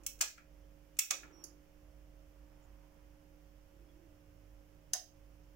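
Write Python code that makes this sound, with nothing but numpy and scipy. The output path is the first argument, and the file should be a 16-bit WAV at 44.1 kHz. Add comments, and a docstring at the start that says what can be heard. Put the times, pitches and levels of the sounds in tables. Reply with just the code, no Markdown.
"""Rack amplifier powering up

A small workshop, a stereo pair of microphones close to an amplifier with its lid off. A finger works
the latching power button twice; the transformer buzzes, the supply whistles briefly and a relay closes.
Seconds later the output relays snap in. Machines hum steadily in the room, and the recorder's gain
control ducks that hum after each sharp click."""
import sys
import numpy as np
from scipy import signal
from scipy.fft import rfft, irfft
from scipy.io import wavfile
from scipy.ndimage import uniform_filter1d, minimum_filter1d

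SR = 44100
rng = np.random.default_rng(int(sys.argv[2]) if len(sys.argv) > 2 else 0)


def int16_out(signal):
    """Quantize to a 16-bit WAV file."""
    q = np.round(np.clip(np.atleast_2d(signal).T, -1, 1) * 32767)
    wavfile.write(sys.argv[1], SR, q.astype(np.int16))


N = 244887
TIME = np.arange(N) / SR
FREQ = np.arange(N // 2 + 1) * SR / N


def undb(db):
    """Decibels to gain."""
    return 10 ** (np.asarray(db) / 20)


def over_pitch(points, hz):
    """Read (Hz, value) points on a log-frequency axis."""
    at, value = np.transpose(points)
    return np.interp(np.log(hz + 1), np.log(at), value)


def pan(db):
    """Microphone gains for a balance: left minus right, in dB."""
    return undb(np.array([[.5], [-.5]]) * db)


def walk(rate_hz):
    """Random drift with a spread of 1."""
    drift = irfft(rfft(rng.standard_normal(N)) * np.exp(-(FREQ / rate_hz) ** 2), N)
    return drift / drift.std()


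def noise_pair(likeness):
    """Noise at two microphones that share a part of it."""
    shared = np.sqrt(likeness) * rng.standard_normal(N)
    return shared + np.sqrt(1 - likeness) * rng.standard_normal((2, N))


def ramp(start_s, length_s):
    """A straight rise from 0 to 1."""
    return np.clip((TIME - start_s) / length_s, 0, 1)


def surge(start_s, attack_s, db, fall_db_per_s):
    """Gain that rises from the start and dies away at a steady rate."""
    return ramp(start_s, attack_s) * undb(db - fall_db_per_s * np.maximum(TIME - start_s, 0))


def swells(rows):
    """Gain of soft, bell-shaped swells."""
    return sum(undb(db) * np.exp(-((TIME - at) / length) ** 2) for at, db, length in rows)


def sine(hz, waver_hz, waver_rate):
    """A gliding, unsteady tone of unit power."""
    return np.sqrt(2) * np.sin(2 * np.pi * np.cumsum(hz + waver_hz * walk(waver_rate)) / SR)


def body(x, colour, modes=()):
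    """Causal filter of unit power: a broad colour with resonances standing on it."""
    cepstrum = irfft(np.log(undb(over_pitch(colour, FREQ))), N)
    cepstrum[1:N // 2] *= 2  # fold to minimum phase
    cepstrum[N // 2:] = 0
    rings = sum(undb(db) * 1j * FREQ * width / (hz ** 2 - FREQ ** 2 + 1j * FREQ * width)
                for hz, width, db in modes)
    response = np.exp(rfft(cepstrum)) * (1 + rings)
    return irfft(rfft(x) * response / np.sqrt(np.mean(abs(response) ** 2)), N)


# Workshop air and microphone hiss. Each row: frequency in Hz, relative level in dB.
AIR_COLOUR = [(20, 25.5), (38, 17.5), (50, 25.5), (64, 24.5), (105, 17.5), (135, 13.5), (250, 7.5),
              (350, 7.5), (480, 8), (1000, 2.5), (1500, 1), (3000, -2), (4000, -11.5), (5500, -4.5),
              (7000, -9), (8500, -13.5), (12000, -10.5), (13800, -10.5), (14900, -4.5), (15800, -12.5)]
# The air leans to the right microphone. 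Each row: frequency in Hz, balance in dB.
AIR_PAN = [(50, -3), (300, -11.5), (1000, -5), (2400, -3.5), (15000, -5)]

def air():
    """Ventilation rumble, alike at both microphones, under a thin hiss."""
    likeness = over_pitch([(100, 0.8), (500, 0.64), (1500, 0.048), (5000, 0.12)], FREQ)
    shared = np.sqrt(likeness) * rfft(rng.standard_normal(N))
    separate = np.sqrt(1 - likeness) * rfft(noise_pair(0))
    noise = irfft((shared + separate) * pan(over_pitch(AIR_PAN, FREQ)), N)
    return body(noise, AIR_COLOUR) * undb(-65.5)


# A rush off to the right. Each row: peak time in seconds, level in dB, half-length in seconds.
RUSH_SWELLS = [(0.01, -69, 0.03), (1.36, -65.5, .14), (3.93, -69.5, 0.21)]
# Its hollow colour. Each row: frequency in Hz, relative level in dB.
RUSH_COLOUR = [(150, -21.5), (270, -9), (330, 11), (420, -11), (600, -17), (1400, -28.5), (8000, -55)]

def rush():
    """Low, hollow noise swells and sinks in the room."""
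    return body(noise_pair(.8), RUSH_COLOUR) * swells(RUSH_SWELLS) * pan(-8.5)


# Motors and mains around the workshop. Each row: pitch in Hz, level in dB, waver in dB, balance in dB.
MACHINE_TONES = [(48.7, -63, 2.5, -7.5), (102, -85.5, 3.5, -4), (157.7, -76, 1.5, -11),
                 (300, -71, 1.36, -6.5), (549.8, -78, 0.6, -17.5), (626, -88, 3, -11)]

def machine_hum():
    """Steady tones waver in strength and phase; a late drone creeps up in pitch and fades."""
    drone_start_s, drone_hz, climb_hz_per_s = 3.9, 99.3, 7.7
    drone = sine(drone_hz + climb_hz_per_s * (TIME - drone_start_s), waver_hz=3.1, waver_rate=6.9)
    out = drone * surge(drone_start_s, attack_s=0.56, db=-66.5, fall_db_per_s=9) * pan(-12)
    for hz, db, waver_db, pan_db in MACHINE_TONES:
        phase = 2 * np.pi * hz * TIME + 0.24 * waver_db * walk(4)
        out += np.sqrt(2) * np.sin(phase) * undb(db + waver_db * walk(7.9)) * pan(pan_db)
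    return out


# A sleeve, right of centre. Each row: peak time in seconds, level in dB, half-length in seconds.
SLEEVE_MOVES = [(0.01, -72, .08), (1.3, -69, .19), (2.75, -76, .4)]
# The colour of the cloth. Each row: frequency in Hz, relative level in dB.
SLEEVE_COLOUR = [(200, -17.5), (500, -6.5), (900, 3.5), (1350, -1), (1900, -7), (3200, -11), (4200, -25),
                 (12000, -29)]

def sleeve():
    """Cloth rustles softly and unevenly as the arm moves."""
    cloth = body(noise_pair(0.34), SLEEVE_COLOUR)
    return cloth * swells(SLEEVE_MOVES) * undb(1.5 * walk(19.85)) * pan(-5.5)


# The case, at centre. Each row: peak time in seconds, level in dB, pitch in Hz, half-length in seconds.
CASE_CREAKS = [(2.639, -77.5, 7080, 0.02), (3.903, -80.5, 3340, 0.019)]

def creaks():
    """The case gives tiny rubs, each a narrow band of noise."""
    out = 0
    for at, db, hz, length in CASE_CREAKS:
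        band = 1 / (1 + ((FREQ - hz) / (0.032 * hz)) ** 2)
        rub = irfft(rfft(noise_pair(0.43)) * band, N)
        out = out + rub / rub.std() * swells([(at, db, length)])
    return out


def coil_whistle():
    """A coil sings an arch of pitch while the capacitors charge, fading once the start relay closes."""
    start_s, crest_s, fade_s = 1.318, 1.360, 0.018
    crest_hz, sag_hz = 5675, 160
    closes_s = START_CLICK[0][0]
    past_crest = (np.clip(TIME, start_s, closes_s) - crest_s) / (closes_s - crest_s)
    charging = ramp(start_s, fade_s) - ramp(closes_s, fade_s)
    whistle = sine(crest_hz - sag_hz * past_crest ** 2, waver_hz=22.5, waver_rate=110)
    return whistle * charging * undb(-71.5) * pan(-13)


# The transformer, heard on the right. Each row: mains harmonic number, relative level in dB.
BUZZ_HARMONICS = [(5, 0), (6, -2), (7, -4)]

def transformer(mains_hz=60):
    """The buzz jumps up at switch-on and dies away with the charging current."""
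    buzz = sum(undb(db + 2 * walk(10)) * np.sin(2 * np.pi * harmonic * mains_hz * TIME)
               for harmonic, db in BUZZ_HARMONICS)
    current = surge(start_s=1.11, attack_s=.03, db=-61.5, fall_db_per_s=51)
    return buzz * current * pan(-10)


# The small workshop's short decay. Each row: frequency in Hz, seconds to fall 60 dB.
WORKSHOP_DECAY = [(300, 0.3), (1000, 0.14), (2500, .25), (6000, 0.24), (10000, .21), (15000, 0.29)]

def reflections(x, pan_db, bass_db, build_s):
    """Rack, floor and walls send dense echoes back to the microphones."""
    t = TIME[:SR // 2]
    hz = np.arange(len(t) // 2 + 1) * SR / len(t)
    spectrum = rfft(rng.standard_normal((2, len(t))))
    tail = 0
    for centre, t60 in WORKSHOP_DECAY:
        band = over_pitch([(f, float(f == centre)) for f, _ in WORKSHOP_DECAY], hz)
        tail = tail + irfft(spectrum * band, len(t)) * undb(-60 * t / t60)
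    tail *= 1 - np.exp(-t / build_s)
    tail /= np.sqrt(np.sum(tail ** 2, axis=1, keepdims=True))
    # low notes leave the case in all directions and come back stronger
    tilt = undb(over_pitch([(500, bass_db), (2500, 2), (9000, -4.5)], hz))
    tail = irfft(rfft(tail) * tilt, len(t))
    return undb(-5.5) * pan(pan_db) * signal.fftconvolve(x, tail, axes=1)[:, :N]


def clicks(rows, colour, modes=(), likeness=.5, size=4096):
    """Each contact chatters for a few milliseconds, building to the stop and dying away in the part."""
    out, chatter = np.zeros((2, N)), noise_pair(likeness)
    lead = size // 8
    t = (np.arange(size) - lead) / SR
    hz = np.arange(size // 2 + 1) * SR / size
    octaves = np.log2(np.maximum(hz, 300) / 5000)
    for at, db, rise, t60, pan_db, bright_db in rows:
        span = int(at * SR) - lead + np.arange(size)
        burst = chatter[:, span] * np.exp(np.where(t < 0, t / rise, -np.log(1000) * t / t60))
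        # a harder contact puts more of its energy into the treble
        out[:, span] += undb(db) * pan(pan_db) * irfft(rfft(burst) * undb(bright_db * octaves), size)
    return body(out, colour, modes)


# Relays under the open top. Each row: peak time in seconds, relative level in dB, rise in seconds,
# seconds to fall 60 dB, balance in dB before the case, brightness in dB per octave.
START_CLICK = [(1.4397, -43, 0.00037, 0.042, -2.5, 5)]
OUTPUT_CLICK = [(4.9352, -14, 0.00082, 0.026, 1, 0)]
# Their colours through the case. Each row: frequency in Hz, relative level in dB.
START_COLOUR = [(300, -18), (3000, -15), (3900, -28), (4700, -2.5), (5500, 1.5), (6800, 4.5), (8000, -15.5),
                (10000, -4), (11800, -8.5), (13800, -22), (15200, -18)]
OUTPUT_COLOUR = [(300, -37.5), (480, -32.5), (620, -9.5), (800, -9.5), (1200, -14), (1800, -5), (2300, -15),
                 (3100, -4), (4400, -3), (6200, 11.5), (7800, 1), (9200, -9), (12500, -8), (15000, -7)]
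# The output relays' ring. Each row: pitch in Hz, width in Hz, level in dB relative to the colour.
OUTPUT_RING = [(630, 60, 2), (730, 65, 5.5), (1860, 120, 2.5), (5680, 100, -13), (6330, 130, -8),
               (10060, 460, 13.5)]

def relays():
    """Armatures slap shut inside the steel case: the start relay first, the output relays later."""
    start = clicks(START_CLICK, START_COLOUR, likeness=0.07)
    output = clicks(OUTPUT_CLICK, OUTPUT_COLOUR, OUTPUT_RING, likeness=0.32)
    direct = start + output
    return direct + reflections(direct, pan_db=-5.5, bass_db=17, build_s=0.0045)


# The button on the front panel. Each row: peak time in seconds, relative level in dB, rise in seconds,
# seconds to fall 60 dB, balance in dB before the case, brightness in dB per octave.
PLUNGER_PRESSES = [(0.0350, -62, .001, 0.09, -6.5, -1), (0.0650, -27.5, .0006, 0.035, -1, 2.5),
                   (0.1905, -54.5, .001, 0.076, -2, -3.5), (0.9690, -55, .0005, .05, 0.5, -5),
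                   (0.9903, -6, 0.00069, 0.038, -1.5, -0.45)]
SPRING_RETURNS = [(0.2090, -23.5, 0.00071, .03, -0.5, -2.4), (0.2118, -11, .0004, .008, 6, 2.5),
                  (0.2137, -17, 0.00047, 0.05, 1.5, 1.2), (0.2220, -24, 0.0031, .035, -8, 1.5),
                  (1.1096, -14.5, 0.0015, .03, -3.5, -0.2), (1.1170, -29.5, 0.0009, 0.014, 8.5, -1)]
SETTLING_KNOCKS = [(0.3810, -46.5, 0.0028, .07, 0, 2), (1.2320, -44.5, 0.0011, 0.059, 2.5, -0.5),
                   (1.3110, -61, .002, 0.067, 5, 3)]
# Their colours through the case. Each row: frequency in Hz, relative level in dB.
PLUNGER_COLOUR = [(200, -38.5), (700, -22.5), (1050, -18.5), (1350, -9), (1950, -10.5), (2550, 1),
                  (3700, -9), (4600, -7), (5600, 1.5), (7300, 4.5), (9000, 2), (11000, 0.5), (14800, -1)]
SPRING_COLOUR = [(200, -31), (380, -20), (550, -6.5), (800, -5), (1250, -2), (1900, -4), (2500, 4.5),
                 (3800, -3.5), (5600, 4.5), (7200, 6), (8300, 2), (11000, -5.5), (13500, -10), (15000, -6)]
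KNOCK_COLOUR = [(300, -14), (1000, -17), (1400, -8), (2400, -5), (3500, -25), (6000, -22), (15000, -45)]
# Button and panel ring. Each row: pitch in Hz, width in Hz, level in dB relative to the colour.
BUTTON_RING = [(1300, 50, -5), (1600, 130, -6), (2460, 170, -6.5), (5667, 120, -1), (6160, 130, -7),
               (6890, 340, -1.5), (7300, 270, -3)]
PANEL_RING = [(1358, 53, 12.5), (1690, 100, -2.5)]

def power_button():
    """The plunger goes in, the spring throws it back rattling, and it settles with dull knocks."""
    presses = clicks(PLUNGER_PRESSES, PLUNGER_COLOUR, BUTTON_RING, likeness=0.2)
    returns = clicks(SPRING_RETURNS, SPRING_COLOUR, BUTTON_RING, likeness=.15)
    knocks = clicks(SETTLING_KNOCKS, KNOCK_COLOUR, PANEL_RING, likeness=0.31)
    direct = presses + returns + knocks
    return direct + reflections(direct, pan_db=-2.5, bass_db=11.5, build_s=.006)


# The open case as the pair hears it. 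Each row: frequency in Hz, balance in dB.
CASE_PAN = [(400, -5), (1200, 3.5), (2600, 0.5), (5300, -8), (7500, 0.5), (9000, 6), (11500, 2),
            (15000, -5)]

def from_case(x):
    """Sound from the case favours one microphone or the other, depending on pitch."""
    return irfft(rfft(x) * pan(over_pitch(CASE_PAN, FREQ)), N)


def scene():
    """Button, relays and supply in front, the hum of the workshop behind."""
    amplifier = from_case(power_button() + relays()) + creaks() + coil_whistle() + transformer()
    return amplifier + machine_hum() + air() + rush() + sleeve()


def gain_control(x, threshold_db, slope, release_db_per_s):
    """A loud click pulls the gain down at once; it then creeps back."""
    power = uniform_filter1d(np.mean(x ** 2, axis=0), size=128)
    over_db = np.maximum(10 * np.log10(np.maximum(power, 1e-12)) - threshold_db, 0)
    recovery = release_db_per_s * TIME
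    cut_db = np.maximum.accumulate(slope * over_db + recovery) - recovery
    # a short look-ahead lets the gain fall just before the peak
    return x * uniform_filter1d(minimum_filter1d(undb(-cut_db), size=256), size=128)


def record(dry):
    """The recorder's gain control, then its steep treble limit."""
    held = gain_control(dry, threshold_db=-30, slope=0.6, release_db_per_s=35.5)
    lowpass = signal.ellip(10, .2, 70, 15800, fs=SR, output="sos")
    return signal.sosfilt(lowpass, held)


dry = scene()
out = record(dry)
int16_out(out)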